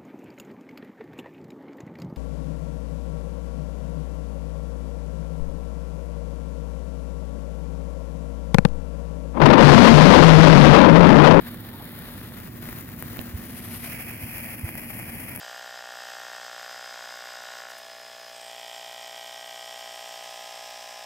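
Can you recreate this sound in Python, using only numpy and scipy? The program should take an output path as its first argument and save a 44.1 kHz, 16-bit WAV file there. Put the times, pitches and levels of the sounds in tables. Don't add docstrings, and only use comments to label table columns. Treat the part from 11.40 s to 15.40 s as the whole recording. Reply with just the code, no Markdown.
import sys
import numpy as np
from scipy import signal
from scipy.fft import rfft, irfft
from scipy.io import wavfile

SR = 44100
rng = np.random.default_rng(int(sys.argv[2]) if len(sys.argv) > 2 else 0)


def log_audio(samples):
    frames = np.atleast_2d(samples).T
    limited = np.clip(frames, -1, 1)
    pcm = np.round(limited * 32767).astype(np.int16)
    wavfile.write(sys.argv[1], SR, pcm)


N = 176400
T = np.arange(N) / SR


# time in seconds, level in dB.
BURN_VIGOUR = [(0,-2.5),(.07,6.5),(.13,0),(.47,0),(.66,2),(.82,1),(.88,-1),(1.0,0.5),(1.15,-3.5),(1.29,3),(1.52,-3),(1.76,3),(1.87,-1.5),(2.0,0),(2.25,0.5),(2.43,1),(2.48,2.5),(2.65,-0.1),(2.78,-2),(2.95,1.5),(3.11,0.5),(3.21,-2.3),(3.36,0),(3.72,0.3),(3.86,1.4),(4,-1.5)]
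# frequency in Hz, gain in dB.
SCATTERED_TONE = [(500, -9.5), (2300, -7), (6000, -1), (12000, -0.5)]

def sparkler(spurt_db=1.39, flutter_db=1.2, hiss_db=-6, pops_db=-8, sizzle_hz=5760, right_lag_s=.00008):
    spurts = rms_one(cut(drift(17), 7, "high"))
    flow = rms_one(from_db(spurt_db * spurts + flutter_db * drift(140)))
    flicker = rms_one(from_db(drift(82)))
    hiss = from_db(hiss_db) * flow * rng.standard_normal(N)
    direct = hiss + from_db(pops_db) * np.sqrt(flow) * pops(flow) + ticks()
    pair = []
    for side, lag_s in enumerate((0, right_lag_s)):
        scattered = flow * colour(rng.standard_normal(N), SCATTERED_TONE)
        fizz = from_db(curve(BURN_VIGOUR)) * (direct + scattered)
        sizzle = (flicker - 1) * cut(fizz, sizzle_hz, "high", order=1)
        arriving = np.roll(fizz + sizzle + cracks(), round(lag_s * SR))
        pair.append(moving_microphone(arriving, side))
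    left, right = pair
    return np.array([treble_shelf(gliding_dip(left), LEFT_SHELF), treble_shelf(right, RIGHT_SHELF)])


def pops(flow, per_s=3000, spread_db=1.5):
    sizes = from_db(spread_db * np.minimum(rng.exponential(1, N), 7.3))
    signs = rng.choice([-1, 1], N)
    return rms_one(sizes * signs * (rng.random(N) < per_s * flow / SR))


def ticks(per_s=35, level_db=15.5, spread_db=4):
    sizes = from_db(level_db + spread_db * np.clip(rng.standard_normal(N), -2, 2))
    return cut(sizes * (rng.random(N) < per_s / SR), 8000, "high")


# start in seconds, body and snap in relative dB.
SPARK_BURSTS = [(0.0702,26,22),(0.114,12,21),(0.144,26,28),(0.205,7,25),(0.208,21,25),(.443,12,28),(.4546,10,26.5),(0.519,12,27.5),(.5875,22,16),(0.5907,14,29),(.8143,26,18),(0.9212,24,14),(0.987,9,23),(1.0011,24,28),(1.2892,31.5,26),(1.3284,28.5,29),(1.3875,19,29),(1.4102,9,29),(1.49,26,20),(1.595,17,27),(1.6249,36,35),(1.731,9,25),(1.7706,29,31),(1.814,27,29),(2.599,18,19),(2.982,11,28),(3.1957,21.5,22),(3.2903,31,24),(3.354,28,28),(3.3757,21,21),(3.5042,26,29.5),(3.5862,11,26),(3.5915,24,27),(3.5971,26,28),(3.7396,12,22),(3.961,25.5,32),(3.9755,26,27)]

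def cracks(body_hz=2300, snap_hz=7100, tail_s=0.0008, tail_db=-15):
    body, snap = np.zeros((2, N))
    for start, body_db, snap_db in SPARK_BURSTS:
        body[int(start * SR)] += from_db(body_db)
        snap[int(start * SR)] += from_db(snap_db)
    decay = signal.lfilter([1], [1, -np.exp(-1 / (tail_s * SR))], snap + 1e-18)
    tail = from_db(tail_db) * decay * rng.standard_normal(N)
    return cut(body, body_hz, "low") + cut(snap + tail, snap_hz, "high")


# frequency in Hz, left gain in dB, right gain in dB.
FIRST_POSITION = [(410, -33.5, -32), (800, -37.5, -35.5), (1350, -35.5, -36), (1800, -32.5, -37),
                  (2700, -46, -43), (3580, -38.5, -41.5), (4970, -48.5, -50), (6300, -61, -61),
                  (7300, -48, -61), (8050, -65, -58), (9440, -42.5, -59), (11800, -38.5, -49.5),
                  (13000, -35.5, -62), (15700, -40.5, -45)]
SECOND_POSITION = [(410, -35.5, -32), (880, -37.5, -39.5), (1300, -35, -35), (1840, -30, -40),
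                   (2800, -45, -40.5), (5300, -51, -49), (6030, -53, -51.5), (7300, -48, -56.5),
                   (8600, -56.5, -53), (9840, -46.5, -52), (11400, -42.5, -48.5), (14900, -33.5, -56),
                   (15800, -43, -53)]
THIRD_POSITION = [(470, -35.5, -35), (604, -32, -30.5), (1285, -38, -37.5), (1975, -30, -28.5),
                  (2467, -36.5, -24.5), (2970, -40, -37), (3340, -43.5, -41.5), (3600, -54.5, -52),
                  (5020, -47, -45.5), (5340, -45.5, -46), (6000, -54, -53), (6700, -51, -51),
                  (8200, -50.5, -58), (9280, -38, -52.5), (11600, -32.5, -49), (12200, -33.5, -76),
                  (14200, -32, -76), (15700, -40, -39)]
# start and end of the first move,
# start and end of the second, all in seconds.
MICROPHONE_MOVES = [(0.93, 1, 1.9, 2.39), (.55, 0.83, 2.397, 2.564)]

def moving_microphone(sound, side):
    position = np.interp(T, MICROPHONE_MOVES[side], (0, 0.82, 1, 2))
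    heard = 0
    for k, tone in enumerate((FIRST_POSITION, SECOND_POSITION, THIRD_POSITION)):
        share = np.maximum(1 - abs(position - k), 0)
        heard += share * colour(sound, [(row[0], row[1 + side]) for row in tone])
    return heard


# time in seconds, centre in Hz, depth from 0 to 1.
DIP_PATH = [(0, 10700, 0.68), (.7, 10600, 0.32), (1.1, 12200, 0.3), (1.6, 12000, 0.05), (1.9, 12100, 0.6),
            (2.07, 12200, 0.6), (2.17, 13600, 0.7), (2.27, 15500, 0.6), (2.5, 16000, 0.1),
            (2.9, 15700, 0.05), (4, 14600, 0.54)]

def gliding_dip(sound, width_hz=2500, block=126):
    times, centres, depths = np.transpose(DIP_PATH)
    centre_hz = np.interp(T, times, centres)
    radius = np.exp(-np.pi * width_hz / SR)
    zeros = (1 - radius ** 2) / 2 * np.array([1, 0, -1])
    band, state = np.zeros(N), np.zeros(2)
    for i in range(0, N, block):
        poles = [1, -(1 + radius ** 2) * np.cos(2 * np.pi * centre_hz[i] / SR), radius ** 2]
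        band[i:i + block], state = signal.lfilter(zeros, poles, sound[i:i + block], zi=state)
    return sound - np.interp(T, times, depths) * band


# time in seconds, gain in dB.
LEFT_SHELF = [(0, -2), (.3, -1.5), (1.6, 1.5), (2.1, 2), (2.4, 0), (2.8, 1), (3.3, 0.5), (3.9, 0.4)]
RIGHT_SHELF = [(1.8, 2), (2.15, 4.5), (2.44, 8), (2.6, 5.5), (3.1, 2.5), (3.8, -1.5)]

def treble_shelf(sound, gains, corner_hz=3440):
    return sound + (from_db(curve(gains)) - 1) * cut(sound, corner_hz, "high", order=1)


# mode in Hz, relative level in dB, seconds to fall 60 dB.
CASING_MODES = [(208, 0, 0.015), (593, -4.5, 0.009), (2850, -1.5, 0.004), (3780, -9.5, 0.005)]

def knock(start_s=1.7918, level_db=-16):
    age = np.clip(T - start_s, 0, .1)
    ring = sum(from_db(level_db + db - 60 * age / t60) * np.sin(2 * np.pi * hz * age)
               for hz, db, t60 in CASING_MODES)
    return np.array([np.zeros(N), -ring])


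# middle in seconds, level in dB, pitch in Hz, half length in seconds.
MICROPHONE_BUMPS = [(1.952, -24.5, 78.2, 0.012), (2.841, -29.5, 91, 0.0075), (3.245, -21, 94.6, 0.0088)]

def bumps():
    return sum(from_db(db) * swell(middle, half_s) * np.sin(2 * np.pi * hz * (T - middle))
               for middle, db, hz, half_s in MICROPHONE_BUMPS)


# frequency in Hz, relative level in dB.
WIND_SPECTRUM = [(20,-53),(31,-46),(41,-8.5),(52,-7.5),(80,-6.5),(112,0.5),(145,-4.5),(210,-3.5),(260,-5.5),(330,-9.5),(400,-19.5),(600,-22),(1200,-35),(4000,-79)]
# frequency in Hz, likeness from 0 to 1.
WIND_LIKENESS = [(60, 0.94), (130, 0.99), (300, 0.78), (1000, 0.56)]
# time in seconds, gain in dB.
WIND_STRENGTH = [(0, -1.3), (1.1, -0.5), (1.8, 0.7), (2.6, -1), (4, -0.5)]

def wind(level_db=-40.5):
    gain = from_db(per_bin(WIND_SPECTRUM, N))
    alike = per_bin(WIND_LIKENESS, N)
    noise = rfft(rng.standard_normal((2, N)))
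    mid, side = irfft(noise * gain * np.sqrt([1 + alike, 1 - alike]), N)
    return from_db(level_db + curve(WIND_STRENGTH)) * rms_one(np.array([mid + side, mid - side]))


# pitch in Hz, base level in dB.
HUM_TONES = [(237, -47), (336, -60.5)]
# time in seconds, gain in dB.
HUM_SWELL = [(0, 5.5), (.1, 7.5), (.3, -4.5), (.7, 1), (1.0, -6), (1.2, 5), (1.5, -6.5), (1.8, 2.5),
             (2.4, -2), (3.2, 0), (3.7, 0), (4, -2)]

def hum(waver_hz=1.34, waver_db=2, wavers_per_s=4.2):
    tones = 0
    for hz, db in HUM_TONES:
        phase = 2 * np.pi * np.cumsum(hz + waver_hz * drift(wavers_per_s)) / SR
        waver = from_db(waver_db * drift(wavers_per_s))
        tones += from_db(db) * rms_one(waver * np.sin(phase))
    return from_db(curve(HUM_SWELL)) * tones


# middle in seconds, level in dB.
BLIPS = [(0.344, -48.5), (.412, -46.5)]

def blips():
    envelope = sum(from_db(db) * swell(middle, half_s=0.02) for middle, db in BLIPS)
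    return envelope * narrow_noise(hz=930, width_hz=170)


def from_db(db):
    return 10 ** (np.asarray(db) / 20)


def rms_one(x):
    return x / np.sqrt(np.mean(x ** 2) + 1e-20)


def swell(middle_s, half_s):
    return np.exp(-((T - middle_s) / half_s) ** 2)


def curve(rows):
    return np.interp(T, *np.transpose(rows))


def per_bin(rows, size):
    hz, value = np.transpose(rows)
    return np.interp(np.log(np.fft.rfftfreq(size, 1 / SR) + 1), np.log(hz), value)


def colour(x, rows, size=1024):
    cepstrum = irfft(np.log(from_db(per_bin(rows, size))))
    cepstrum[1:size // 2] *= 2
    cepstrum[size // 2 + 1:] = 0
    return signal.fftconvolve(x, irfft(np.exp(rfft(cepstrum))))[:N]


def cut(x, hz, kind, order=2):
    return signal.sosfilt(signal.butter(order, hz, kind, fs=SR, output="sos"), x + 1e-18)


def narrow_noise(hz, width_hz):
    away = (np.fft.rfftfreq(N, 1 / SR) - hz) / width_hz
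    return rms_one(irfft(rfft(rng.standard_normal(N)) / (1 + away ** 2), N))


def drift(rate_hz):
    return narrow_noise(0, rate_hz)


def scene(pan_db=-2.5):
    background = (wind() + hum() + bumps() + blips()) * from_db([[pan_db / 2], [-pan_db / 2]])
    return sparkler() + background + knock()


def record(dry, cutoff_hz=15900):
    return signal.sosfilt(signal.ellip(12, .1, 80, cutoff_hz, fs=SR, output="sos"), dry)


dry = scene()
out = record(dry)
log_audio(out)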